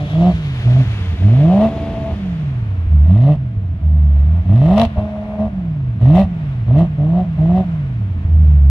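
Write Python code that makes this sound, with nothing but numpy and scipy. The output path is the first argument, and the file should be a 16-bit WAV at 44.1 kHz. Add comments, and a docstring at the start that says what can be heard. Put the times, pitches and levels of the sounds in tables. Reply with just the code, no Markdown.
"""A V8 coupe with an open exhaust is blipped in a car park, heard from just behind its tailpipes.
Each blip booms at the firing rate, barks as its overtones sweep through the silencer's resonance and
rasps as gas leaves the steel tips. Off the throttle the pipes burble; afterfire thuds inside them and
cracks at the tips on the hardest blips. A car's tyres hiss past nearby, farther traffic stays to the
left, and a thin whistle fades in the first moments."""
import sys
import numpy as np
from scipy import signal
from scipy.fft import rfft, irfft, next_fast_len
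from scipy.io import wavfile
from scipy.ndimage import uniform_filter1d, map_coordinates

SR = 44100
rng = np.random.default_rng(int(sys.argv[2]) if len(sys.argv) > 2 else 0)


def log_audio(samples):
    """Write samples as a 16-bit WAV file to the path given in sys.argv[1]."""
    # one column per channel
    frames = np.atleast_2d(samples).T
    # limit to full scale, then quantise
    limited = np.clip(frames, -1, 1)
    pcm = np.round(limited * 32767).astype(np.int16)
    wavfile.write(sys.argv[1], SR, pcm)


N = 383659

# blips, light holds and the idle valve: (open [s], shut [s], press time [s], speed reached [rpm],
# firing note [dB], bark [dB], rasp [dB], burble [dB], closing rasp surge [dB]); levels are base settings
THROTTLE = [(-0.1, 0.041, 0.03, 2214, -19.5, -38, -66, -24, 1),
            (0.045, 0.298, 0.17, 2734, -7.5, -30.5, -54, -21.5, 4),
            (0.615, 0.817, 0.06, 1979, -7.5, -32, -58, -21.5, -1),
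            (1.144, 1.661, 0.11, 3345, -7.5, -29.5, -54, -23, 5.5),
            (1.66, 2.116, 0.069, 3300, -26, -40.5, -66.5, -23, 0.5),
            (2.868, 3.024, 0.055, 1073, -8.5, -40.5, -62.5, -25, 1.5),
            (3.015, 3.325, 0.076, 2290, -7.5, -29.5, -47, -23, -3),
            (3.78, 4.197, 0.08, 1057, -10.5, -37, -56.5, -28, 2.5),
            (4.191, 4.401, 0.049, 1292, -12, -36.5, -59, -26.5, 5),
            (4.437, 4.835, 0.065, 3480, -7.5, -28.5, -47, -19.5, 4.5),
            (4.955, 5.026, 0.019, 3164, -19, -38.5, -62.5, -21, 1),
            (5.019, 5.383, 0.046, 3152, -22.5, -42, -70, -29, -0.5),
            (5.384, 5.46, 0.018, 3220, -13.5, -38.5, -62, -26, 0),
            (5.989, 6.218, 0.043, 2982, -6, -29.5, -46.5, -18.5, 4.5),
            (6.665, 6.832, 0.023, 2593, -8, -31, -52, -18.5, 8.5),
            (6.969, 7.22, 0.017, 2784, -11.5, -36, -59, -23, 5),
            (7.368, 7.61, 0.025, 2869, -10, -35.5, -57.5, -20.5, 6.5),
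            (8.221, 8.801, 0.12, 990, -9, -38.5, -60.5, -23, 0)]
# stereo image of the noise at the tips: (frequency [Hz], left-right likeness [0-1])
TIP_ALIKE = [(500, 0.37), (1200, 0.97), (2500, 0), (6000, 0.1), (12000, .4)]


def amp(db):
    """Decibels to gain."""
    return 10 ** (np.asarray(db) / 20)


def unit(x):
    """x at rms 1."""
    return x / np.sqrt(np.mean(x ** 2) + 1e-20)


def steady(x):
    """x with its slow swells evened out to rms 1."""
    power = uniform_filter1d(uniform_filter1d(x * x, SR // 16), SR // 16)
    return x / np.sqrt(np.abs(power) + 1e-12)


def along(points, at):
    """(frequency or engine speed, value) points read on a log axis."""
    axis, values = np.transpose(points)
    return np.interp(np.log(at + 1), np.log(axis + 1), values)


def curve(rows):
    """(time [s], value) rows as one value per sample."""
    return np.interp(np.arange(N) / SR, *np.transpose(rows))


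def wobble(rate):
    """A smooth random curve, rate knots a second."""
    knots = rng.standard_normal(int(N * rate / SR) + 4)
    return map_coordinates(knots, [np.arange(N) * rate / SR])


def filtered(x, response):
    """x shaped by a complex frequency response."""
    size = next_fast_len(N + SR // 2)
    return irfft(rfft(x, size) * response(np.fft.rfftfreq(size, 1 / SR)), size)[..., :N]


def ring(x, modes, low_hz, high_hz):
    """x through resonances of alternating polarity, cut off steeply below and above them."""
    def body(hz):
        return sum((-1) ** k * amp(db) * 1j * hz * width / (centre ** 2 - hz ** 2 + 1j * hz * width)
                   for k, (centre, width, db) in enumerate(modes))
    edges = signal.butter(3, [low_hz, high_hz], "band", fs=SR, output="sos")
    return signal.sosfilt(edges, filtered(x, body))


def rush(colour, alike):
    """Stereo noise of rms 1 with a given colour and left-right likeness."""
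    def mid_side(hz):
        spread = np.arccos(np.clip(along(alike, hz), -1, 1)) / 2
        return amp(along(colour, hz)) * [np.cos(spread), np.sin(spread)]
    mid, side = filtered(rng.standard_normal((2, N)), mid_side)
    return unit(np.array([mid + side, mid - side]))


def crank_speed():
    """Engine rpm: each opening pulls the crank up, then friction slows it, more gently near idle."""
    start_rpm, sink_rpm, knee_rpm, fall_rpm_per_s = 2170.0, 868, 569, 3396
    t = np.arange(N) / SR
    rpm = np.full(N, start_rpm)
    for start, shut, _, top, *_ in THROTTLE:
        first = max(round(start * SR), 0)
        cut = shut - .013  # torque ends just before the sound
        now, begin = t[first:], rpm[first]
        progress = np.clip((now - start) / (cut - start), 0, 1) ** 1.23  # slow start
        s_curve = progress - .17 * np.sin(2 * np.pi * progress) / (2 * np.pi)
        rising = begin + (top - begin) * s_curve
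        lost = fall_rpm_per_s * np.maximum(now - cut, 0)
        excess = np.expm1((top - sink_rpm) / knee_rpm) * np.exp(-lost / knee_rpm)
        falling = sink_rpm + knee_rpm * np.log1p(excess)
        rpm[first:] = np.where(now < cut, rising, falling)
    return uniform_filter1d(rpm, SR // 25)


def opening(start, shut, press, release_s=.047):
    """Throttle envelope, 0-1: press, hold, then a release as the pipes empty."""
    t = np.arange(N) / SR
    return np.clip((t - start) / press, 0, 1) * np.clip(1 - (t - shut) / release_s, 0, 1)


def engine_load(rpm):
    """Throttle and speed set the share of coasting and the gains of boom, bark, rasp and burble."""
    # firing note under load: (speed [rpm], trim [dB])
    pull_note = [(1000, 1.5), (1600, -0.5), (2800, -2), (3500, -6.5)]
    # firing note on the overrun: (speed [rpm], level [dB])
    coast_note = [(1000, -18.5), (2300, -20), (2800, -21), (3300, -33)]
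    # burble on the overrun: (speed [rpm], level [dB])
    coast_burble = [(1000, -25), (2700, -25.5), (3300, -27)]
    pulling, note, barking, rasping, burbling = np.zeros((5, N))
    for start, shut, press, _, note_db, bark_db, rasp_db, burble_db, surge_db in THROTTLE:
        gate = opening(start, shut, press)
        on = np.flatnonzero(gate)
        bite = np.exp(-(on / SR - start) / .08)  # the first firings are sharper
        surge = np.exp(-((on / SR - shut + .037) / .026) ** 2)  # the pedal is deepest just before lift
        note[on] += gate[on] * amp(note_db)
        barking[on] += gate[on] * amp(bark_db + 2 * bite + 3.5 * surge)
        rasping[on] += gate[on] * amp(rasp_db + surge_db * surge)
        burbling[on] += gate[on] * amp(burble_db)
        pulling += gate
    coasting = np.clip(1 - pulling, 0, 1)
    extra_krpm = (rpm - 2000) / 1000
    # the overrun sucks instead of pushing, so its note is inverted
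    note = note * amp(along(pull_note, rpm)) - coasting * amp(along(coast_note, rpm))
    barking = barking * amp(10 * extra_krpm) + coasting * amp(-45 + 6.5 * extra_krpm)
    rasping = rasping * amp(6 * extra_krpm) + coasting * amp(-69.5)
    burbling += coasting * amp(along(coast_burble, rpm))
    return coasting, note, barking, rasping, burbling


def pulses(firings, mean, pattern, scatter):
    """One pulse per firing; sizes follow the cross-plane bank order plus chance."""
    at = np.flatnonzero(np.diff(np.floor(firings)) > 0)
    bank = np.resize([1, -1, 1, -1, -1, 1, -1, 1], len(at))
    train = np.zeros(N)
    train[at] = mean + pattern * bank + scatter * rng.standard_normal(N // 100)[:len(at)]
    return train


def boom(firings, hz, coasting, gain):
    """The round firing note; its octave peaks on the pipes' standing waves and fades when coasting."""
    octave_db = along([(140, -15.5), (195, -9.5), (245, -20), (290, -21), (370, -22), (450, -40)], 2 * hz)
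    octave = amp(octave_db - 9.2 * coasting + 3 * wobble(23)) * np.sin(4 * np.pi * firings)
    third_db = along([(210, -32.5), (290, -31.5), (340, -40), (450, -42.5)], 3 * hz)
    third = amp(third_db + 1.4 * wobble(20)) * np.sin(6 * np.pi * firings)
    waver_db = 0.61 * wobble(58) + 0.81 * coasting * wobble(10)
    return np.sqrt(2) * gain * amp(waver_db) * (np.sin(2 * np.pi * firings) + octave + third)


def burble(firings, gain):
    """Unequal pulses from the two banks and the gas flow ring the pipes between the firing harmonics."""
    # low body of the exhaust: (frequency [Hz], width [Hz], relative level [dB])
    pipe_modes = [(61.4, 37.6, 17.5), (122, 73, 15.5), (162, 8.8, -10), (189, 17, 9)]
    # narrow standing waves of the pipes: (frequency [Hz], width [Hz], relative level [dB])
    standing_waves = [(283, 10, 0), (382, 8, -5.5), (458, 12, -6.5)]
    # their hum against the low body: (time [s], level [dB])
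    hum_level = [(0, -13.5), (.9, -18), (1.8, -7.5), (2.6, -19.5), (3.3, -22.5), (4.2, -24), (5.1, -20.5),
                 (8.7, -22)]
    drive = unit(pulses(firings, mean=0, pattern=.55, scatter=.8)) + .7 * rng.standard_normal(N)
    body = steady(ring(drive, pipe_modes, low_hz=43, high_hz=238))
    hum = steady(ring(drive, standing_waves, low_hz=206, high_hz=520))
    return gain * (body + amp(curve(hum_level)) * hum)


def bark(firings, hz, rpm, coasting, gain):
    """Overtones flare as they cross the silencer's resonance; hard revving adds flutter and grit."""
    # overtones of the firing note: (harmonic number, relative level [dB])
    overtones = [(2, -5.5), (3, 1), (4, 0), (5, -7.5), (6, -14), (7, -25.5), (8, -25)]
    # how the tailpipes pass them: (frequency [Hz], gain [dB])
    throat = [(200, -8), (300, 0.5), (400, -15.5), (450, -9), (500, -22), (580, 1), (670, -1), (740, 3.5),
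              (830, -18), (950, -11.5), (1150, -16), (1260, -24.5), (1500, -32), (2500, -28.5)]
    # resonances of the silencer: (frequency [Hz], width [Hz], relative level [dB])
    silencer = [(572, 41, -16), (650, 70, 20), (681, 83, -4), (906, 47, -26), (1250, 170, -10.5)]
    # grit in the bark: (speed [rpm], relative level [dB])
    roughness = [(1000, 0.5), (2100, -5.5), (2700, -4), (3300, -8)]
    hard_rpm_per_s, flutter_db, flutter_rad = 7600, 2.2, .3
    pickup = np.clip(uniform_filter1d(np.gradient(rpm), SR // 25) * SR / hard_rpm_per_s, 0, 1)
    flutter = .5 + .5 * pickup  # half remains at constant speed
    clean = np.zeros(N)
    for k, db in overtones:
        level = amp(db + along(throat, k * hz) + flutter_db * flutter * wobble(45))
        clean += level * np.sin(2 * np.pi * k * firings + flutter_rad * flutter * wobble(50))
    sharp = np.clip((20 * np.log10(gain) + 48) / 16, .2, 1)  # soft pulses leave mostly smooth flow noise
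    drive = sharp * unit(pulses(firings, mean=0, pattern=.7, scatter=.7)) + .3 * rng.standard_normal(N)
    grit = steady(ring(drive, silencer, low_hz=444, high_hz=1300))
    hoarse_db = 3 * pickup ** 2  # trades clean overtones for grit
    clean *= amp(-10 * coasting - hoarse_db / 2)
    grit *= amp(along(roughness, rpm) + hoarse_db)
    return gain * (clean + grit)


def rasp(firings, gain):
    """Each firing shoots a puff of gas that rings the steel tips."""
    # ring of the steel tips: (frequency [Hz], width [Hz], relative level [dB])
    tip_modes = [(1184, 60, 7), (1920, 130, -2), (2680, 110, 1), (2980, 180, -5.5), (3550, 82, -7),
                 (3970, 67, -11.5), (4900, 400, -24.5)]
    # gas rushing out of the tips: (frequency [Hz], relative density [dB])
    gas_colour = [(300, -25.5), (700, 2), (1100, 2.5), (1500, -7.5), (1900, 10), (2300, 3), (2800, 2.5),
                  (3300, 1), (3800, 0.5), (4700, -21), (6000, -13.5), (7500, -18.5), (10000, -17),
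                  (13000, -19)]
    puffs = unit(amp(4.3 * np.cos(2 * np.pi * firings) + 2.2 * wobble(130)))
    kicks = unit(pulses(firings, mean=1, pattern=.25, scatter=.25))
    drive = kicks + .7 * puffs * rng.standard_normal((2, N))
    steel = unit(sum(ring(drive, [mode], low_hz=1050, high_hz=5000) for mode in tip_modes))
    return gain * (puffs * rush(gas_colour, TIP_ALIKE) + steel)


def car_park_echo(x):
    """Cars and walls send back a diffuse echo."""
    # decay of the echo: (frequency [Hz], time to fall 60 dB [s])
    decay = [(100, 0.79), (700, 0.37), (3000, 0.83), (10000, 0.26)]
    hz, t, noise = signal.stft(rng.standard_normal((2, SR // 2)), SR, nperseg=256)
    tail = signal.istft(noise * amp(-60 * t / along(decay, hz)[:, None]), SR, nperseg=256)[1]
    return signal.fftconvolve(x, tail / np.linalg.norm(tail[0]), axes=1)[:, :N]


def from_left(pair, delay_ms):
    """The right side hears a source on the left a little later."""
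    late = np.arange(N) - delay_ms * SR / 1000
    return np.array([pair[0], map_coordinates(pair[1], [late])])


def traffic():
    """Tyre hiss: a near car moves in from the left and fades; the far road swells and ebbs."""
    # hiss of the near tyres: (frequency [Hz], relative density [dB])
    near_colour = [(200, -11.5), (600, 3.5), (1100, 1), (1700, 2.5), (2500, 2.5), (3500, 0), (4300, -7.5),
                   (5200, -12.5), (6900, -16.5), (7500, -24), (9000, -24), (13000, -29.5)]
    # the near car's pass: (time [s], level [dB])
    near_level = [(0, -38.5), (.5, -37.5), (.9, -35), (1.15, -39.5), (1.6, -39), (2.0, -43), (2.4, -45.5),
                  (2.8, -64), (3.4, -66)]
    # its bearing: (time [s], delay of the right side [ms])
    bearing = [(0, 0.26), (.55, .17), (1.2, .1), (1.8, .04), (2.6, .12)]
    # wash of the far tyres: (frequency [Hz], relative density [dB])
    far_colour = [(30, -19.5), (200, -15), (500, 4), (1000, 4), (1600, 2.5), (2400, 0), (3400, -8),
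                  (4600, -17.5), (5600, -21.5), (6800, -25), (7500, -30.5), (9500, -28.5), (13000, -36)]
    # stereo image of the far road: (frequency [Hz], left-right likeness [0-1])
    far_alike = [(200, .95), (700, 0.2), (1400, 0.7), (3000, 0.2), (8000, 0)]
    # swells of the far road: (time [s], level [dB])
    far_level = [(0, -51.5), (2.6, -43), (3.2, -45.5), (3.6, -51), (4.4, -45.5), (5.1, -43), (5.8, -48.5),
                 (6.5, -43.5), (7.2, -46.5), (7.7, -42), (8.1, -45.5), (8.7, -47)]
    near = from_left(rush(near_colour, alike=[(300, 0.64), (2500, .7), (8000, 0.4)]), curve(bearing))
    far = from_left(rush(far_colour, far_alike), delay_ms=.23)
    near *= amp(curve(near_level) + .8 * wobble(25))
    far *= amp(curve(far_level) + .6 * wobble(8))
    return near + far


def whistle():
    """A thin, airy tone in the treble that soon fades."""
    # its swell and fade: (time [s], level [dB])
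    level = [(0, -57), (.15, -44), (.3, -81), (.6, -100)]
    air = ring(rng.standard_normal((2, N)), [(3350, 99, 0)], low_hz=3260, high_hz=3800)
    return amp(curve(level)) * unit(air)


def thuds(push_hz, life_s):
    """Fuel lighting deep in the pipes gives one low push that rings on briefly."""
    # soft afterfire as the throttle shuts or the fuel returns: (time [s], relative level [dB])
    hits = [(0.337, -9.5), (0.874, -11.5), (2.123, -8.5), (2.625, -13), (2.868, -6.5), (3.364, -16),
            (3.571, -9.5), (3.742, -11.5), (4.863, -9.5), (4.976, -6.5), (5.466, -11.5), (6.238, -9.5),
            (6.853, -29), (7.634, -21), (8.249, -6.5)]
    t = np.arange(SR // 5) / SR
    push = np.sin(2 * np.pi * push_hz * t) * (t / life_s) * np.exp(1 - t / life_s)
    out = np.zeros(N)
    for start, db in hits:
        out[round(start * SR):][:len(t)] -= amp(db - 0.5) * push
    return out


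def cracks(rise_s, life_s, tail_db, tail_life_s):
    """Fuel lighting at the tips: bursts of a few milliseconds that rattle on under the car."""
    # sharp afterfire: (time [s], relative level [dB])
    hits = [(4.7795, -13), (4.7972, -13), (4.8150, -9), (4.8324, -21), (4.837, -23), (4.8502, -17),
            (6.1704, -28), (6.1934, -26)]
    # colour of a crack: (frequency [Hz], relative density [dB])
    colour = [(300, -4.5), (900, 9), (1500, -9.5), (2800, 3), (4200, -6), (5500, -13), (7500, -26),
              (13000, -29)]
    t = np.arange(SR // 8) / SR
    burst = (1 - np.exp(-t / rise_s)) * (np.exp(-t / life_s) + amp(tail_db) * np.exp(-t / tail_life_s))
    envelope = np.zeros(N)
    for start, db in hits:
        envelope[round(start * SR):][:len(t)] += amp(db - 5) * burst / burst.max()
    return envelope * rush(colour, TIP_ALIKE)


def scene():
    """One throttle and one crankshaft drive the exhaust; only its bright layers echo."""
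    rpm = crank_speed()
    hz = rpm * 4 / 60  # four firings a revolution
    firings = np.cumsum(hz * (1 + .003 * wobble(25))) / SR  # running count, slightly uneven
    coasting, note, barking, rasping, burbling = engine_load(rpm)
    low = boom(firings, hz, coasting, note) + burble(firings, burbling) + thuds(push_hz=78, life_s=.006)
    bright = bark(firings, hz, rpm, coasting, barking) + rasp(firings, rasping)
    bright += cracks(rise_s=.0009, life_s=.0018, tail_db=-22, tail_life_s=.01)
    return low + bright + amp(-21) * car_park_echo(bright) + traffic() + whistle()


def record(dry):
    """Two microphone ports differ in colour and lose the deepest bass; peaks clip and the top is cut."""
    # tilt between the ports: (frequency [Hz], left over right [dB])
    lean = [(60, -1.08), (150, -0.97), (350, -2.5), (630, 2.5), (1000, 1), (1700, 2), (2700, -0.5),
            (4200, 5.5), (6000, 18), (8500, 39.5), (12500, 11)]
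    low_hz, top_hz = 36, 13070

    def ports(hz):
        lean_db = along(lean, hz)
        balance = amp(np.array([lean_db, -lean_db]) / 2)
        balance /= np.sqrt(np.cosh(np.log(amp(lean_db))))  # constant total power
        bass_cut = hz ** 2 / np.hypot(hz ** 2, low_hz ** 2)
        return balance * bass_cut
    clipped = np.clip(filtered(dry, ports), -1, 1)
    return filtered(clipped, lambda hz: hz < top_hz)


dry = scene()
out = record(dry)
log_audio(out)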